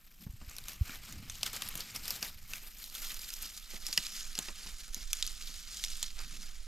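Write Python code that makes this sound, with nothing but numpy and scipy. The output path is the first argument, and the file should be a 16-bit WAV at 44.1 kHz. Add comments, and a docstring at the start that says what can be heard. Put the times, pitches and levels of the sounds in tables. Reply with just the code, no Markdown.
"""A sandy slope with dry grass. A hiker with walking poles pushes through, left to right and away.
Blades rub and crackle against her legs, single stems snap and splinter, boots and pole tips land
softly on the sand. Light air rumbles on the hand-held microphone, nudged a few times early on."""
import sys
import numpy as np
from scipy import signal
from scipy.fft import rfft, irfft, next_fast_len
from scipy.io import wavfile
from scipy.ndimage import uniform_filter1d

SR = 44100
rng = np.random.default_rng(int(sys.argv[2]) if len(sys.argv) > 2 else 0)


def wrap_up_sound(samples):
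    """Save the sound to the file named by the first command line argument, as 16-bit audio."""
    columns = np.atleast_2d(samples).T
    # keep every value between -1 and 1, then stretch to whole-number steps
    tamed = np.clip(columns, -1, 1)
    steps = np.round(tamed * 32767).astype(np.int16)
    wavfile.write(sys.argv[1], SR, steps)


N = 294133
TIME = np.arange(N) / SR
FFT_SIZE = next_fast_len(N)
LOG_HZ = np.log(np.maximum(np.fft.rfftfreq(FFT_SIZE, 1 / SR), 1))

# hiker's path: time_s, rightward_share, tall_grass_share
PATH = [(0, 0.08, 0.06), (2.2, 0.1, 0.08), (3.1, 0.78, 0.3), (3.9, 0.93, 0.6), (4.6, 0.82, 0.77),
        (5.6, 1, 0.38), (6.67, 0.78, 0.81)]
# crisp top of blades and thin stems: time_s, relative_db
TREBLE = [(.2, 1.5), (.45, -4.5), (.85, -3), (1.15, -7), (2.0, -4.5), (2.6, 0), (3.45, -6.5), (3.7, -9),
          (4.6, -17.5), (5.5, -13.5), (6.67, -19)]
SIDE_NEAR_DB, SIDE_FAR_DB = -32.0, -13.0   # part scattered by the brush, opposed at the two ports
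USUAL_PUSH_DB, USUAL_SNAP_DB, THIN_BEND_DB = -50, -30, -15.5


def from_db(db):
    """Decibels to gain."""
    return 10 ** (np.asarray(db) / 20)


def rms_one(x):
    """Scale to rms 1."""
    return x / np.sqrt(np.mean(x ** 2) + 1e-20)


def unit_energy(x):
    """Scale to a sum of squares of 1."""
    return x / np.sqrt(np.sum(x ** 2) + 1e-20)


def in_time(rows):
    """Each value column of a curve at every sample."""
    time_s, *columns = np.transpose(rows)
    return [np.interp(TIME, time_s, column) for column in columns]


def along_path(near, far):
    """Blend from near to far as the hiker moves right and away."""
    return near + (far - near) * in_time(PATH)[0]


def add(out, start_s, sound):
    """Mix a sound in at start_s."""
    i = max(0, round(start_s * SR))
    out[..., i:i + sound.shape[-1]] += sound[..., :max(0, N - i)]


def drift(corner_hz):
    """Slow random wander, rms 1."""
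    hop, settle = 40, 2000
    pole = np.exp(-2 * np.pi * corner_hz * hop / SR)
    noise = rng.standard_normal(N // hop + settle + 2)
    slow = signal.lfilter([1], [1, -2 * pole, pole * pole], noise)[settle:]
    return np.interp(np.arange(N) / hop, np.arange(len(slow)), rms_one(slow))


def band(x, low_hz, high_hz, order=2):
    """Causal band-pass."""
    sos = signal.butter(order, [low_hz, high_hz], "band", fs=SR, output="sos")
    return signal.sosfilt(sos, x + 1e-18)


def resonate(x, hz, width_hz):
    """One resonance, peak gain 1."""
    r = np.exp(-np.pi * width_hz / SR)
    feedback = [1, -2 * r * np.cos(2 * np.pi * hz / SR), r * r]
    return signal.lfilter(np.array([1, 0, -1]) * (1 - r * r) / 2, feedback, x + 1e-18)


def response(hz, values, outside=None):
    """Interpolate onto the FFT bins over log frequency."""
    return np.interp(LOG_HZ, np.log(hz), values, left=outside, right=outside)


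def filtered(x, gain):
    """Apply one gain per FFT bin."""
    return irfft(rfft(x, FFT_SIZE) * gain, FFT_SIZE)[..., :N]


def colour(x, spectrum):
    """Shape by rows of freq_hz, gain_db; rms 1."""
    hz, db = np.transpose(spectrum)
    return rms_one(filtered(x, from_db(response(hz, db, outside=-90))))


def widen(mid, side, side_db):
    """Left and right from a shared and an opposed part."""
    return (mid + from_db(side_db) * side * np.array([[1], [-1]])) / np.sqrt(1 + from_db(2 * side_db))


def strokes(rows, attack_s=.024, swell_share=.2, release_s=.034):
    """Gain of strokes that rise, hold and die away; long ones rise slower, overlaps add in power."""
    power = 1e-12
    for start_s, length_s, level_db in rows:
        rise = np.clip((TIME - start_s) / (attack_s + swell_share * length_s), 0, 1)
        fall = np.exp(-np.clip(TIME - start_s - length_s, 0, 1) / release_s)
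        power = power + (from_db(level_db) * rise * fall) ** 2
    return np.sqrt(power)


def air_rumble(trim_db=-1.5, gust_db=2.5, lee_db=-6.5):
    """Air tumbles over the ports, the left one in the lee as the microphone turns."""
    # air flow: time_s, level_db
    flow = [(0, -50), (.4, -47.5), (.9, -46.5), (1.6, -51.5), (3.0, -47.5), (3.6, -44), (4.4, -44.5),
            (5.2, -37), (5.8, -44.5), (6.67, -41.5)]
    # turbulence spectrum: freq_hz, gain_db
    spectrum = [(12, 18.5), (30, 1.5), (50, -2.5), (68, -18), (100, -29.5), (200, -45)]
    turbulence = colour(widen(*rng.standard_normal((2, N)), side_db=-22.0), spectrum)
    gusts = from_db(in_time(flow)[0] + trim_db + gust_db * drift(9.0))
    lee = from_db(along_path(0, lee_db) * np.array([[.5], [-.5]]))
    return turbulence * gusts * lee


def handling(waver_db=2.5):
    """The hand shifts its grip and nudges the housing, which rocks briefly."""
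    # shifting grip: time_s, level_db
    grip = [(0, -88), (.35, -60), (1.0, -59.5), (1.2, -49), (1.4, -58), (1.9, -60.5), (2.55, -62.5),
            (2.9, -74), (6.67, -74)]
    # nudges: start_s, level_db, pitch_hz, rise_s
    nudges = [(0.266, -29.5, 112, 0.003), (0.295, -32.5, 45.4, 0.0055), (0.332, -40, 104, 0.0094),
              (0.417, -39.5, 50, .01), (0.475, -36.5, 54, 0.007), (0.81, -16.5, 71.7, 0.0065)]
    grip_gain = from_db(in_time(grip)[0] + waver_db * drift(18.0))
    out = grip_gain * rms_one(band(rng.standard_normal(N), 24, 123, order=3))
    t = np.arange(SR // 6) / SR
    for start_s, level_db, pitch_hz, rise_s in nudges:
        swell = (t / rise_s) ** 2 * np.exp(2 * (1 - t / rise_s))
        add(out, start_s, -from_db(level_db) * swell * np.sin(2 * np.pi * pitch_hz * t))
    return out


def push():
    """Legs and poles sweep through stirring grass; returns blade and grit levels in dB."""
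    # sweeps: start_s, length_s, level_db, grit_re_level_db
    sweeps = [(0.18, .06, -59, -7.5), (0.475, .04, -54, -1), (0.65, .06, -50, -4), (0.83, .11, -50, -1),
              (1.0, .13, -53, -4.5), (1.28, .1, -54, -20), (1.405, .07, -45, -3.5), (1.509, .07, -45, -2.5),
              (1.591, .07, -48, -5), (1.735, .07, -47, -7), (1.925, .05, -48, -7), (2.01, .16, -45.5, -6.5),
              (2.195, .07, -45, -5.5), (2.475, .085, -49, -5), (2.609, .06, -56, -1.5),
              (2.777, .07, -52, -11), (2.905, .17, -46, -8), (3.085, .045, -46, -6), (3.17, .17, -52, -12),
              (3.39, .08, -48, -8.5), (3.51, .06, -50, -12.5), (3.665, .1, -53, -3.5),
              (3.79, .27, -47, -11.5), (4.1, .11, -47, -22), (4.33, .15, -49, -9), (4.54, .16, -50, -8),
              (4.75, .09, -52, -19), (4.921, .1, -51, -10), (5.06, .24, -49, -11), (5.4, .18, -52, -16),
              (5.62, .43, -48, -17), (6.155, .05, -50, 0.5), (6.268, .17, -56, -20)]
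    # stirring between sweeps: time_s, level_db
    stir = [(0, -68), (.3, -67), (.55, -57), (.8, -58), (1.0, -59), (1.7, -52), (2.15, -54), (2.37, -61),
            (2.7, -58), (3.35, -52), (3.65, -58), (4.1, -50), (4.9, -56), (5.5, -52), (6.45, -54),
            (6.67, -60)]
    stir_db = in_time(stir)[0]
    blade_strokes = strokes([row[:3] for row in sweeps])
    grit_strokes = strokes([(s, length_s, db + grit_db) for s, length_s, db, grit_db in sweeps])
    blades = np.hypot(blade_strokes, from_db(stir_db))
    grit = np.hypot(grit_strokes, from_db(stir_db + along_path(-2.5, -10)))
    return 20 * np.log10([blades, grit])


def crackle(per_s, spread_db=4.5, cycles=17.0, tick=0.8, blades=36):
    """Tiny random fractures tick and ring at their blade's pitch, stiff blades longer than limp ones."""
    breaks = np.flatnonzero(rng.random(N) < per_s / SR)
    sizes = from_db(spread_db * np.minimum(rng.exponential(1, len(breaks)), 3.2))
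    sizes *= rng.choice([-1, 1], len(breaks))
    blade = rng.integers(0, blades, len(breaks))
    out = np.zeros(N)
    for k, hz in enumerate(np.geomspace(700, 15000, blades)):
        stiffness = 2 ** rng.uniform(-0.9, 1)
        clicks = np.zeros(N)
        clicks[breaks[blade == k]] = sizes[blade == k]
        out += np.sqrt(stiffness) * resonate(clicks, hz, hz / (cycles * stiffness))
    out[breaks] += sizes / blades ** .5 * tick
    return rms_one(out)


def tufts(x, bands=10, spread_db=1.57, drift_hz=19):
    """Colour shifts from tuft to tuft: overlapping bands swell and sink independently."""
    centres_hz = np.geomspace(900, 11000, bands)
    parts = [filtered(x, response(centres_hz, share)) for share in np.eye(bands)]
    return rms_one(sum(part * from_db(spread_db * drift(drift_hz)) for part in parts))


def grass(push_db, grit_re_push_db, clump_db=1.23, tall_top_db=4.0):
    """Blades rub and fracture in clumps; a harder push breaks more, distance adds scatter."""
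    # spectra of short grass, tall grass, grit, crisp top and its scatter: freq_hz, gain_db
    short_grass = [(1200, -40), (1800, -25.5), (2250, -11), (2900, -1), (3800, 1.5), (5100, 2.5),
                   (6300, -1.5), (7400, -0.5), (8300, -3.5), (9500, -10), (12000, -29)]
    tall_grass = [(1200, -8.5), (1800, -9.5), (2500, -10), (3400, -0.5), (4200, 1), (5100, 1.5),
                  (6800, 1.5), (7600, -2), (8100, -12), (9800, -3.5), (12500, -11.5)]
    grit_spectrum = [(250, -0.5), (450, -3), (750, -3), (980, -4), (1250, 1), (1550, -0.5), (1900, 1),
                     (2400, 1.5), (3200, -9)]
    top_spectrum = [(6500, -44), (8200, -13.5), (9500, -6.5), (11000, -6), (12200, 4), (13000, 5),
                    (14200, -1), (16000, -20)]
    scatter_spectrum = [(7000, 5), (8500, -12), (11000, -8), (12200, 16), (13200, 8), (14200, -1),
                        (15500, -7)]
    tall = in_time(PATH)[1]
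    clumps = drift(45)
    grains = crackle(per_s=3400 * from_db(.3 * (push_db - USUAL_PUSH_DB) + 2.5 * clumps))
    grains /= np.sqrt(uniform_filter1d(grains ** 2, size=SR // 12) + 1e-6)   # same rms at any density
    rub, scattered, sizzle = rng.standard_normal((3, N))
    side_db = along_path(SIDE_NEAR_DB, SIDE_FAR_DB)
    texture = widen(tufts(grains + from_db(0.5) * rub), scattered, side_db)
    blades = np.sqrt(1 - tall) * colour(texture, short_grass)
    blades += np.sqrt(tall) * colour(texture, tall_grass)
    grit = from_db(grit_re_push_db) * colour(texture, grit_spectrum)
    top = widen(colour(grains + rub, top_spectrum), colour(sizzle, scatter_spectrum), side_db=-9.0)
    top *= from_db(in_time(TREBLE)[0] + tall_top_db * tall)
    return from_db(push_db) * (blades + grit + top) * rms_one(from_db(clump_db * clumps))


def scuffs(push_db, follow_share=.45):
    """Soles scuff dully, partly following the push; a hand or sleeve rubs now and then."""
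    # hand or sleeve rubs: start_s, length_s, level_db
    rubs = [(0.18, 0.046, -57), (1.07, 0.19, -53.5), (6.18, 0.24, -61.5)]
    # scuff spectrum: freq_hz, gain_db
    spectrum = [(90, -22), (140, -1), (200, 3.5), (280, -6), (400, -20.5), (800, -27)]
    soles = from_db(along_path(-63.0, -70.0) + follow_share * (push_db - USUAL_PUSH_DB))
    friction = colour(widen(*rng.standard_normal((2, N)), side_db=-22.0), spectrum)
    return np.hypot(soles, strokes(rubs)) * friction


def steps(thud_s=0.015, sand_s=0.016, thud_db=-2.0, bare_s=0.00047, cushion_s=0.002):
    """Boots and pole tips land with a soft thud and a crunch of sand; tall grass cushions the onset."""
    # landings: start_s, level_db, sand_re_level_db
    landings = [(0.264, -42, -13.5), (0.412, -44, -10), (0.893, -41.5, -17), (1.428, -45, -16),
                (1.751, -39.5, -10), (1.787, -52.5, 3), (1.947, -46.5, -12), (2.224, -45, -4),
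                (3.119, -55, -4), (3.736, -41, -9), (3.886, -47.5, -3), (3.975, -39.5, -12),
                (4.383, -40.5, -3), (4.482, -46, 2.5), (4.657, -45, -5), (4.964, -44, -10), (5.49, -49, -9),
                (6.191, -56, 2)]
    out, t = np.zeros(N), np.arange(SR // 6) / SR
    tall = in_time(PATH)[1]
    for start_s, level_db, sand_db in landings:
        earth, sand = rng.standard_normal((2, len(t)))
        thud = from_db(thud_db) * rms_one(band(earth, 138, 243)) * np.exp(-t / thud_s)
        crunch = from_db(sand_db) * rms_one(band(sand, 280, 1400)) * np.exp(-t / sand_s)
        onset = 1 - np.exp(-t / (bare_s + cushion_s * tall[round(start_s * SR)]))
        add(out, start_s, from_db(level_db) * onset * (thud + crunch))
    return out


def thin_stems(push_db, mean_per_s=6.4, over_push_db=7.5, spread_db=3.5, centre_hz=5100):
    """Rows for snaps(): thin stems give way at random, more often and louder under a harder push."""
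    effort = np.cumsum(from_db(push_db))
    top_db = in_time(TREBLE)[0]
    rows = []
    for when, size, pitch in rng.random((round(mean_per_s * N / SR), 3)):
        i = np.searchsorted(effort, when * effort[-1])
        level_db = push_db[i] + over_push_db + spread_db * (2 * size - 1)
        rows.append((i / SR, level_db, centre_hz * 2 ** (pitch - .5), THIN_BEND_DB, top_db[i]))
    return rows


def fracture(level_db, side_db, crack_s=0.00057, splinter_s=0.0035, glance_s=0.0017):
    """One crack, then splintering fibres; louder breaks are cleaner. Rows: bare crack, left, right."""
    t = np.arange(SR // 20) / SR
    fibres, splinters, scattered, uneven, glancing = rng.standard_normal((5, len(t)))
    tear = from_db(-0.5) * unit_energy(fibres * np.exp(-t / crack_s))
    crack = unit_energy((t == 0) + tear)
    wide_crack = widen(crack, unit_energy(glancing * np.exp(-t / glance_s)), side_db)
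    dying = (1 - np.exp(-t / .0006)) * np.exp(-t / splinter_s) * from_db(3 * uneven)
    tail = widen(unit_energy(splinters * dying), unit_energy(scattered * dying), side_db)
    splinter_db = -6 - 0.23 * (level_db - USUAL_SNAP_DB)
    return np.vstack([crack, wide_crack + from_db(splinter_db) * tail])


def snaps(thin_rows, ring_db=12.0, ring_width_hz=650, bend_width_hz=330, level_window_s=0.002):
    """Each breaking stem rings briefly, with two lower bending modes, woody lows and a crisp top."""
    # thick stems: start_s, level_db, ring_hz, bend_re_level_db, top_re_level_db
    thick_rows = [(0.566, -39.5, 5590, -22, -5), (0.584, -38.5, 4120, -11, 0),
                  (0.6837, -34.5, 6400, -6, -3.5), (0.8943, -43, 2410, 0, -14), (1.298, -36, 6300, -4, -11),
                  (1.4315, -22.5, 5470, -12, -10), (1.4639, -30, 2170, -10.5, -5),
                  (1.532, -38, 7190, -12, -1), (1.621, -28.5, 3100, -12, -5.5),
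                  (1.688, -40.5, 3280, -10, 8), (1.7544, -38, 6800, -1.5, 3.5), (1.776, -42, 6720, -10, 6),
                  (1.9495, -41.5, 3480, -19, 1), (1.9619, -30.5, 5200, -30, -6), (2.08, -32, 5170, -28, -1),
                  (2.1061, -26.5, 5200, -40, -3), (2.2275, -26.5, 4620, -11.5, -9),
                  (2.5351, -31.5, 2570, -13, -10), (2.841, -37.5, 4050, -25, -8),
                  (2.9511, -37, 3760, -18, -4), (3.1924, -38.5, 5030, -18, -4),
                  (3.3384, -34.5, 5850, -21, -4.5), (3.4244, -45, 8480, -15, 9.5),
                  (3.8667, -29, 5400, -29, -7), (3.9282, -28, 4620, -15, -12),
                  (3.9764, -16.5, 4920, -5.5, -13.5), (4.067, -30, 4930, -34, -19),
                  (4.3533, -33.5, 5140, -14, -13), (4.3786, -34, 5140, -16, -16),
                  (4.3892, -25, 6960, -3, -10), (4.4861, -39, 4680, 2, -27), (4.9454, -28, 6450, -35, -9),
                  (5.1311, -22.5, 5900, -7, -7.5), (5.2257, -22, 3930, -43, -20),
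                  (5.2656, -34, 4500, -25, -3.5), (5.2759, -31.5, 6100, -17, -22),
                  (5.839, -26.5, 3650, -17, -13), (5.8476, -29, 5400, -29, -12),
                  (6.0286, -25.5, 6970, -8, -10)]
    out = np.zeros((2, N))
    woody_db = along_path(-14.5, -28)   # near: crushed on sand; far: standing in grass
    side_db = along_path(SIDE_NEAR_DB, SIDE_FAR_DB)
    for start_s, level_db, ring_hz, bend_db, top_db in thick_rows + thin_rows:
        i = int(start_s * SR)
        force = fracture(level_db, side_db[i])
        ring = from_db(ring_db) * resonate(force, ring_hz, ring_width_hz)
        stem = band(force + ring, 2440, 8360, order=4)
        low_mode, high_mode = (resonate(force, r * ring_hz, bend_width_hz) for r in (0.391, 0.592))
        bend = band(low_mode - high_mode, 1370, 4000, order=4)
        wood = band(force, 520, 1670, order=3)
        wood_db = woody_db[i] + 0.18 * (bend_db - THIN_BEND_DB)
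        top = band(force, 9330, 13500, order=3)
        for part, part_db in [(stem, 0), (bend, bend_db), (wood, wood_db), (top, top_db)]:
            bare, stereo = part[0], part[1:]
            gain = from_db(level_db + part_db) * np.sqrt(SR * level_window_s) / np.linalg.norm(bare)
            add(out, start_s, gain * stereo)
    return out


def slope_echo(x, decay_s=0.24, echo_db=-25.5):
    """Brush and the bank scatter back a short, faint wash."""
    t = np.arange(SR // 4) / SR
    envelope = np.exp(-t / decay_s) * (1 - np.exp(-t / 0.003))
    mid, side = band(rng.standard_normal((2, len(t))), 840, 11000) * envelope
    paths = widen(unit_energy(mid), unit_energy(side), side_db=-23.0)
    return from_db(echo_db) * signal.fftconvolve(x, paths, axes=1)[:, :N]


def place(x, right_boost_db=1.98):
    """As the hiker moves right, the left port hears her later and shaded by the housing."""
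    # left port, source far right: freq_hz, shade_db, lag_rad
    housing_shadow = [(100, -2, 0.53), (700, -3, 1), (1500, -2, 0.69), (3000, -3, 0.75), (5540, -1, 0.69),
                      (8000, -1, 0.072), (11900, -2, -0.27), (16000, -6, -0)]
    hz, shade_db, lag_rad = np.transpose(housing_shadow)
    shadow = from_db(response(hz, shade_db)) * np.exp(-1j * response(hz, lag_rad))
    rightward = in_time(PATH)[0]
    left = (1 - rightward) * x[0] + rightward * filtered(x[0], shadow)
    return np.array([left, x[1]]) * from_db(right_boost_db * rightward)


def scene():
    """Grass, stems and steps move with the hiker; air and handling stay at the microphone."""
    push_db, grit_db = push()
    stems = snaps(thin_stems(push_db))
    hiker = grass(push_db, grit_db - push_db) + stems + slope_echo(stems) + steps() + scuffs(push_db)
    return place(hiker) + air_rumble() + handling()


def record(dry, cutoff_hz=16000):
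    """The left port is brighter near 12 kHz, the right one duller; the top is cut."""
    # microphone ports: freq_hz, left_db, right_db
    ports = [(19.9, -2, -1), (9200, -3, -3.5), (11400, -2.5, -5), (12300, 2.5, -4), (13160, 1, -7.5),
             (14900, -4, 1.5)]
    hz, *ports_db = np.transpose(ports)
    heard = filtered(dry, from_db([response(hz, db) for db in ports_db]))
    return signal.sosfilt(signal.ellip(10, .1, 80, cutoff_hz, fs=SR, output="sos"), heard)


dry = scene()
out = record(dry)
wrap_up_sound(out)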